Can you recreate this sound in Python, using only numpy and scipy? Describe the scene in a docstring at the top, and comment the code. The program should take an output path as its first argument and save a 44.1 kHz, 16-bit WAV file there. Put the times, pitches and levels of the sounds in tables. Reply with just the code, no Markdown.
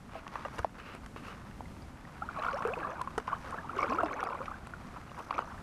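"""A kayak paddle dips and pulls through a quiet pond, churning up bubbles, gulping eddies and spray.
Each bubble is a pocket of air that rings like a tiny bell, and drops fall from the blade between strokes.
The paddle knocks lightly on the plastic hull, a sleeve rustles and a strap rubs. It is all heard from
a small waterproof microphone on the paddler's chest, over a soft rumble of air."""
import sys
import numpy as np
from scipy import signal
from scipy.fft import rfft, irfft
from scipy.io import wavfile
from scipy.ndimage import uniform_filter1d

SR = 44100
rng = np.random.default_rng(int(sys.argv[2]) if len(sys.argv) > 2 else 0)


def unload_wav(signal):
    """Save mono or channel-first audio to the path in sys.argv[1] as 16-bit WAV at rate SR, clipped to [-1, 1]."""
    wavfile.write(
        sys.argv[1],
        SR,
        np.round(np.clip(np.atleast_2d(signal).T, -1, 1) * 32767).astype(np.int16),
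    )


N = 247842
TIME = np.arange(N) / SR
AGE = TIME[:SR // 6]  # seconds since the start of one short sound

# paddle strokes, timed from when the blade catches the water: catch_s, sunk_after_s, pull_s, level_db
PADDLE_STROKES = [(2.39, 0.56, .52, -37), (3.789, 0.011, 0.52, -34), (5.34, 0.014, 0.04, -42)]
# the tone of splashing water: frequency_hz, gain_db
WATER_TONE = [(100, -48), (200, -4), (320, -7), (520, -3.5), (800, -3.5), (1150, 1), (1450, -5.5),
              (1750, -16), (2100, -19), (2600, -15.5), (3200, -21), (5500, -36.5), (7500, -33),
              (15000, -44)]


def undb(db):
    """Turn decibels into a gain to multiply by."""
    return 10 ** (np.asarray(db) / 20)


def unit(x):
    """Scale a signal to an average (rms) level of 1."""
    return x / np.sqrt(np.mean(x ** 2))


def add(track, start_s, sound):
    """Mix a short sound into a track."""
    start = int(np.clip(start_s * SR, 0, N - 1))
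    track[start:start + len(sound)] += sound[:N - start]


def colour(x, points, size=4096):
    """Shape the tone with (frequency_hz, gain_db) points, keeping sudden starts sharp."""
    hz, db = np.transpose(points)
    grid_hz = np.maximum(np.arange(size // 2 + 1) * SR / size, 1)
    cepstrum = irfft(np.log(undb(np.interp(np.log(grid_hz), np.log(hz), db))))
    # make the filter ring only after a sound, never before it
    cepstrum[1:size // 2] *= 2
    cepstrum[size // 2 + 1:] = 0
    return signal.fftconvolve(x, irfft(np.exp(rfft(cepstrum))))[:N]


def wander(rate_hz):
    """A smooth random drift, about 1 in size."""
    hold = max(int(SR / rate_hz), 1)
    steps = np.repeat(rng.standard_normal(N // hold + 1), hold)
    return unit(uniform_filter1d(steps, hold)[:N])


def tone(hz):
    """A pure note that follows a changing pitch."""
    return np.sin(2 * np.pi * np.cumsum(np.minimum(hz, SR / 3)) / SR)


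def burst(decay_s):
    """Noise that starts at once and dies away."""
    return np.exp(-AGE / decay_s) * rng.standard_normal(len(AGE))


def swells(rows):
    """A gain that rises and falls smoothly for each row: peak_s, half_length_s, level_db."""
    return sum(undb(db) * np.exp(-((TIME - peak_s) / half_s) ** 2) for peak_s, half_s, db in rows)


def ringing_note(hz, swell_s, ring_s, octaves_per_s):
    """A note that swells, glides and fades by 60 dB over ring_s, as a bubble does."""
    t = AGE[:int((swell_s + ring_s) * SR) + 2]
    swell = np.sin(np.pi / 2 * np.minimum(t / swell_s, 1)) ** 2
    fade = np.exp(-np.log(1000) * np.maximum(t - swell_s, 0) / ring_s)
    return swell * fade * tone(hz * 2 ** (octaves_per_s * t))


def bubble_cloud(low_hz, high_hz, cycles, glide_octaves, scatter_db, count):
    """Many small bubbles of random size and strength; each rings for roughly `cycles` vibrations."""
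    out = np.zeros(N)
    for when, pitch, life, bend, force in rng.random((count, 5)):
        hz = low_hz * (high_hz / low_hz) ** pitch
        ring_s = cycles * (.5 + life) / hz
        bubble = ringing_note(hz, 1 / hz, ring_s, glide_octaves * bend / ring_s)
        add(out, when * N / SR, undb(scatter_db * force ** 2) * hz * bubble)
    return unit(out)


def breeze(level_db=-49, sway_db=1.5):
    """Light wind rumbles on the microphone's case, over a faint hiss."""
    # the tone of the wind: frequency_hz, gain_db
    wind_tone = [(15, -8), (35, -1.5), (60, 2.5), (110, -1.5), (230, -1.5), (330, -9), (450, -16),
                 (800, -16), (1250, -23.5), (2000, -25), (3300, -31.5), (9000, -37.5), (12000, -43.5),
                 (15500, -51)]
    rumble = unit(colour(rng.standard_normal(N), wind_tone))
    return rumble * undb(level_db + sway_db * wander(5.3))


def whine(pulse_hz=29.97, waver=0.003):
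    """The electronics give off a thin, pulsing whine."""
    # its two high notes: pitch_hz, level_db
    notes = [(9860, -89), (11270, -86.5)]
    pulse = 1 + .7 * np.sin(2 * np.pi * pulse_hz * TIME)
    return sum(undb(db) * unit(pulse * tone(hz * (1 + waver * wander(200)))) for hz, db in notes)


def sleeve_rustle(still_db=-62.5, paddling_db=-54.5, paddling_s=2.1, pickup_s=0.43):
    """Cloth fibres catch and slip as the arm moves; once paddling starts, the sleeve never rests."""
    # the tone of the cloth: frequency_hz, gain_db
    cloth_tone = [(150, -16), (350, -1.5), (700, 1.5), (1200, 6), (1700, -1), (2200, -6), (2800, -11),
                  (3500, -15.5), (5000, -19), (6000, -21.5), (7200, -28), (9800, -29.5), (15000, -44)]
    # arm movements: peak_s, half_length_s, level_db
    arm_swings = [(.14, 0.069, -55), (.37, 0.094, -47), (.56, 0.074, -48), (.76, 0.016, -52),
                  (1.045, 0.028, -60), (1.39, 0.12, -54.5), (3.46, 0.034, -47.5), (4.92, 0.12, -62)]
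    fibres = rng.standard_normal(N) * undb(3 * wander(400) + wander(56))
    steady = undb(np.interp(TIME, [paddling_s - pickup_s, paddling_s], [still_db, paddling_db]))
    return unit(colour(fibres, cloth_tone)) * (steady + undb(-1) * swells(arm_swings))


def sleeve_swishes():
    """Smooth fabric sliding on fabric gives a soft, high hiss."""
    # fast sweeps of the sleeve: peak_s, half_length_s, level_db
    sweeps = [(0.57, 0.056, -65), (1.28, .03, -66), (3.447, 0.13, -70), (5.22, 0.1, -66.5)]
    hiss_tone = [(1500, -19), (4000, -5), (5800, 5), (7500, -7), (11000, -5), (15000, -18)]
    hiss = rng.standard_normal(N) * undb(2.3 * wander(250))
    return swells(sweeps) * unit(colour(hiss, hiss_tone))


def strap_rubs(grain_db=2, release_s=0.046):
    """A strap slips, drags over the microphone's hollow case and comes to rest."""
    # slips of the strap: start_s, length_s, level_db, swell_s
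    slips = [(0.141, 0.081, -49.5, 0.005), (0.782, 0.068, -48, 0.0028), (0.827, 0.17, -49, 0.027),
             (1.159, 0.066, -48, .003), (1.211, 0.15, -49, 0.04)]
    # the tone of the case: frequency_hz, gain_db
    case_tone = [(200, -17), (450, -2), (800, -7), (1250, 2), (1550, -3.5), (1900, -7), (2250, -7),
                 (2800, -5), (3250, -17), (5200, -22), (7000, -31), (15000, -40)]
    drag = np.zeros(N)
    for start_s, length_s, db, swell_s in slips:
        t = AGE[AGE < length_s]
        shape = np.minimum(t / swell_s, 1) * np.minimum((length_s - t) / release_s, 1)
        add(drag, start_s, undb(db) * shape)
    rasp = rng.standard_normal(N) * undb(grain_db * wander(600))
    return drag * unit(colour(rasp, case_tone))


def vest_bump(start_s=.597, level_db=-30):
    """An arm lands on the padded life vest with a low thud."""
    out = np.zeros(N)
    add(out, start_s, undb(level_db) * ringing_note(hz=68, swell_s=0.0036, ring_s=0.05, octaves_per_s=0))
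    return out


def hull_knocks(crack_db=-15, crack_s=0.0052):
    """Each knock rings the hull's notes near its own pitch; a hand or the water cuts some short."""
    # knocks on the boat: start_s, level_db, centre_hz, width_octaves, ring_scale (multiplies ring_s)
    blows = [(.153, -32, 720, 0.44, 3.9), (0.2664, -32, 1170, 0.85, 1.5), (0.2789, -31, 1860, 3.6, 0.17),
             (0.356, -24, 1230, 1.08, 0.9), (0.4504, -24.5, 1290, 1.25, 1.35), (0.457, -31.5, 684, 0.31, 1),
             (1.512, -41, 2000, 0.71, 0.45), (0.583, -30, 2000, 2, 1.6), (0.59, -30, 1310, 3.4, 0.73),
             (0.592, -26.5, 950, 0.98, 1.8), (0.6458, -16.5, 748, 0.43, 0.57),
             (1.034, -41, 1290, 0.66, 0.77), (1.061, -47, 2000, 3.6, 1.2), (1.162, -31.5, 870, 1.3, 0.32),
             (3.1787, -17, 623, 2.3, 0.97), (3.1996, -33.5, 1250, 2.4, 0.77), (4.206, -26, 1760, 0.89, .4)]
    # the hull's natural notes: pitch_hz, level_db, ring_s
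    hull_notes = [(483, 10, 0.034), (662, 1, 0.037), (884, 7.5, 0.015), (1182, 6.5, 0.03),
                  (1520, -2, 0.022), (1754, 6, 0.013), (2050, -8.5, 0.071), (2657, -1, 0.03),
                  (3720, -4, 0.014), (5040, -19, .01), (6300, -32, .012)]
    rings, cracks = np.zeros(N), np.zeros(N)
    hz, note_db, ring_s = np.transpose(hull_notes)[:, :, None]
    direction = (-1) ** np.arange(len(hz))[:, None]  # neighbouring notes swing against each other
    for start_s, db, centre_hz, width, ring_scale in blows:
        strength = undb(note_db) / (1 + (np.log2(hz / centre_hz) / width) ** 2) ** 2
        detune = 1 + 0.066 * rng.standard_normal(hz.shape)  # each spot rings a little differently
        fade = np.exp(-np.log(1000) * AGE / (ring_s * ring_scale))
        body = (strength * direction * np.sin(2 * np.pi * hz * detune * AGE) * fade).sum(axis=0)
        add(rings, start_s, undb(db) * body / np.abs(body).max())
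        # a hard knock spans more octaves and also cracks
        add(cracks, start_s, undb(db + crack_db) * width ** 2 * burst(crack_s * ring_scale))
    crack_tone = [(200, -7.5), (1500, 6.5), (3000, -22.5), (6000, -15), (15000, -37.5)]
    return rings + colour(cracks, crack_tone)


def deck_ticks(gain_db=-4):
    """Tiny droplets tick on the deck close by."""
    # droplets landing: start_s, level_db
    droplets = [(0.587, -38), (0.9503, -38), (1.062, -39), (2.6743, -34), (3.0157, -29.5), (3.18, -32.5),
                (3.508, -38), (4.033, -37), (4.2386, -31), (4.671, -38.5)]
    ticks = np.zeros(N)
    for start_s, db in droplets:
        add(ticks, start_s, undb(db + gain_db) * burst(decay_s=0.0014))
    return colour(ticks, [(800, 15), (3500, 2), (5600, -6.5), (7300, -3), (9800, -0.5), (15000, -33)])


def blade_effort(build_db_per_s=130, ease_db_per_s=8.5, lift_db_per_s=57):
    """How hard the blade pushes, as a gain: it builds, eases during the pull and dies as it lifts."""
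    gain = np.zeros(N)
    for catch_s, _, pull_s, db in PADDLE_STROKES:
        t = TIME - catch_s
        build_db = build_db_per_s * np.minimum(t, 0)
        ease_db = ease_db_per_s * np.clip(t, 0, pull_s)
        lift_db = lift_db_per_s * np.maximum(t - pull_s, 0)
        gain += undb(db + build_db - ease_db - lift_db)
    return gain


def blade_depth(sink_s=0.44, rise_s=.22):
    """How deep the blade sits during the strokes, from 0 (in the air) to 1 (fully under)."""
    depth = np.zeros(N)
    for catch_s, sunk_s, pull_s, _ in PADDLE_STROKES:
        depth += np.interp(TIME - catch_s, [sunk_s - sink_s, sunk_s, pull_s, pull_s + rise_s], [0, 1, 1, 0])
    return np.clip(depth, 0, 1)


def wake(gain_db=-10, spread_s=0.5):
    """Medium bubbles chirp upward around each stroke and linger after it."""
    chirps = bubble_cloud(758, 1633, cycles=58.6, glide_octaves=1.34, scatter_db=5.5, count=320)
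    return undb(gain_db) * chirps * uniform_filter1d(blade_effort(), int(spread_s * SR))


def spray(ping_db=-22, mist_db=-30):
    """Sheets of water tear with a bright crackle; droplets and mist ping on the pond during the pull."""
    # the blade cutting the surface: start_s, level_db, decay_s
    cuts = [(2.424, -41, .0045), (2.53, -41, .004), (2.573, -44, 0.0055), (3.272, -45.5, 0.015),
            (3.78, -43.5, .018), (3.83, -46, 0.019), (4.059, -40, .004), (4.457, -43, 0.006),
            (5.3074, -41, .005), (5.34, -44.5, .008), (5.381, -46, .007)]
    spray_tone = [(500, -1), (1500, 10), (2400, 13), (3200, 4), (4200, -3.5), (5800, -6.5),
                  (7200, -17), (10000, -21), (15000, -43)]
    loudness = np.zeros(N)
    for start_s, db, decay_s in cuts:
        add(loudness, start_s, undb(db) * np.exp(-AGE / decay_s))
    crackle = loudness * rng.standard_normal(N) * undb(2.55 * wander(1500))
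    pings = bubble_cloud(2190, 2700, cycles=46, glide_octaves=0.24, scatter_db=4, count=170)
    mist = bubble_cloud(3800, 6300, cycles=55, glide_octaves=.1, scatter_db=7, count=150)
    return colour(crackle, spray_tone) + (undb(ping_db) * pings + undb(mist_db) * mist) * blade_effort()


def gulps(fade_db=7, edge_s=0.0019):
    """Hollows close behind the blade; most wobbling notes whip upward as the hollow shrinks."""
    # swirls: start_s, length_s, start_hz, end_hz, level_db, lateness (1 glides evenly, more glides late)
    eddies = [(2.533, 0.053, 547, 1510, -33, 3.2), (2.669, 0.031, 716, 1860, -33.5, 1.01),
              (2.681, 0.067, 427, 902, -32, 1.8), (2.785, 0.08, 376, 275, -42.5, 0.65),
              (2.877, 0.059, 500, 1450, -41, 4), (3.643, 0.022, 760, 1190, -39, 0.88),
              (3.89, 0.13, 227.3, 549, -36.5, 1.2)]
    out = np.zeros(N)
    wobble = 1 + .025 * wander(150)
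    for start_s, length_s, start_hz, end_hz, db, lateness in eddies:
        t = AGE[AGE < length_s]
        progress = t / length_s
        soft_edges = np.minimum(np.minimum(t, length_s - t) / edge_s, 1)
        hz = start_hz * (end_hz / start_hz) ** (progress ** lateness)
        hz *= np.interp(start_s + t, TIME, wobble)
        add(out, start_s, undb(db - fade_db * progress) * soft_edges * tone(hz))
    return out * undb(1.8 * wander(140))


def plops(drop_swell_s=0.001274, bubble_swell_s=0.00424):
    """Air pockets pinch off and ring, and the water slaps shut around each with a short splash."""
    # the clearest bubbles and drops: peak_s, pitch_hz, level_db, ring_s, rise_octaves_per_s
    air_pockets = [(1.6075, 848, -29.5, 0.011, -3), (1.657, 2090, -45, .024, -6),
                   (1.823, 4700, -51, 0.011, 12), (2.053, 1820, -43, .013, 12),
                   (2.2224, 748, -35.5, 0.12, 10), (2.2245, 1275, -26.5, 0.027, 14.5),
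                   (2.2905, 1300, -26, .016, 25), (2.373, 1104, -30, 0.089, 1),
                   (2.388, 628, -30.5, .065, -1), (2.395, 3930, -43, 0.012, 12),
                   (2.447, 1090, -27, .011, 0), (2.4661, 1150, -21.5, 0.013, 53),
                   (2.4869, 1344, -22.5, 0.026, 10), (2.6238, 1040, -20, 0.0039, 0),
                   (2.6517, 1130, -20.5, 0.0062, 0), (2.654, 421, -24.5, 0.11, 12.5),
                   (2.7374, 2560, -28.5, 0.02, -2), (2.772, 443, -34, 0.1, 11.5),
                   (2.831, 1580, -34.5, 0.096, 5), (2.85, 1090, -28.5, 0.064, 8.5),
                   (2.8723, 885, -32, 0.027, 56), (2.9966, 1020, -32, .035, -1),
                   (3.013, 1030, -26, 0.055, -5), (3.0751, 1080, -27, 0.031, -1),
                   (3.2792, 1073, -23.5, 0.039, -7.5), (3.3318, 1003, -21, 0.039, 24.5),
                   (3.5285, 1017, -31, .049, 10.5), (3.545, 1163, -31, 0.029, 26),
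                   (3.587, 1620, -31, 0.024, 10), (3.697, 1235, -29.5, 0.038, 17),
                   (3.768, 383, -31.5, 0.1, 0.5), (3.7923, 1077, -26, 0.055, 16.5),
                   (3.797, 2180, -36, .02, 0), (3.805, 5500, -43, 0.012, 12), (3.808, 2230, -29, 0.016, -4),
                   (3.83, 1190, -22, 0.041, 0), (3.8303, 2230, -27.5, 0.024, 3.5),
                   (3.8436, 535, -28.5, 0.064, 6.5), (3.9045, 977, -29, .09, 15),
                   (3.9226, 630, -23, 0.0154, 3), (3.9258, 1068, -21.5, 0.054, 2),
                   (3.9874, 1225, -20.5, 0.057, 16.5), (4.0086, 1140, -18.5, 0.011, 22),
                   (4.035, 628, -20, .033, 17), (4.0377, 312, -29, 0.12, -1), (4.131, 2220, -33.5, .021, 1),
                   (4.2304, 1043, -20.5, 0.014, 74), (4.231, 780, -29.5, 0.063, -3.5),
                   (4.4066, 496, -35.5, 0.14, 7), (4.417, 1086, -27, 0.011, 50),
                   (4.483, 1140, -28.5, 0.022, 26), (4.516, 986, -30.5, 0.032, 51.5),
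                   (4.543, 1470, -37.5, .04, 10), (4.667, 2590, -49, 0.012, 12),
                   (4.7373, 1430, -30.5, 0.023, -2), (5.097, 2740, -49, 0.015, 12),
                   (5.3098, 970, -19, .011, 66), (5.3095, 4520, -42, 0.01, 2),
                   (5.3279, 1177, -26.5, 0.009, 73), (5.352, 2380, -35.5, .008, 0),
                   (5.383, 1183, -24, 0.039, 18), (5.3911, 964, -15.5, 0.0041, 0)]
    rings, slaps = np.zeros(N), np.zeros(N)
    for peak_s, hz, db, ring_s, rise in air_pockets:
        if rise > 2:  # a rising bubble starts more gently than a drop
            swell_s, slap_db = min(bubble_swell_s, 0.173 * ring_s), -5
        else:
            swell_s, slap_db = drop_swell_s, 0
        add(rings, peak_s - swell_s, undb(db) * ringing_note(hz, swell_s, ring_s, rise))
        add(slaps, peak_s - swell_s / 2, undb(db + slap_db) * burst(decay_s=0.0035))
    return rings + colour(slaps, WATER_TONE)


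def paddle_churn(gurgle_db=-2, foam_db=-11, fizz_db=-27, deep_hz=520):
    """Water folds around the blade: a gurgle of bubbles, a little foam and a thin, bright fizz."""
    # surges off the blade or against the hull: peak_s, half_length_s, level_db
    surges = [(2.46, 0.028, -39.5), (2.85, .05, -47.5), (3.325, 0.045, -36), (3.54, 0.063, -40.5),
              (4.97, 0.018, -46), (5.195, 0.024, -40.5), (5.395, 0.023, -38)]
    gurgle = bubble_cloud(260.4, 2346, cycles=31, glide_octaves=0.36, scatter_db=10, count=3000)
    foam = rng.standard_normal(N) * undb(5.3 * wander(350))
    fizz = bubble_cloud(2300, 6660, cycles=110, glide_octaves=.15, scatter_db=-1, count=380)
    layers = [(gurgle, gurgle_db), (foam, foam_db), (fizz, fizz_db)]
    water = sum(undb(db) * unit(colour(layer, WATER_TONE)) for layer, db in layers)
    # only a deep blade traps the big, low-pitched pockets of air
    lows = signal.sosfiltfilt(signal.butter(2, deep_hz, fs=SR, output="sos"), water)
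    water -= (1 - blade_depth()) * lows
    return water * (blade_effort() + swells(surges))


def scene():
    """Mix water, boat, paddler and air into one channel."""
    water = plops() + gulps() + paddle_churn() + wake() + spray() + deck_ticks()
    paddler = vest_bump() + strap_rubs() + sleeve_rustle() + sleeve_swishes()
    return (water + hull_knocks() + paddler + breeze() + whine())[None]


def record(dry):
    """Cut away the very highest treble."""
    top_hz = 15300
    return signal.sosfilt(signal.ellip(8, .2, 70, top_hz, fs=SR, output="sos"), dry)


dry = scene()
out = record(dry)
unload_wav(out)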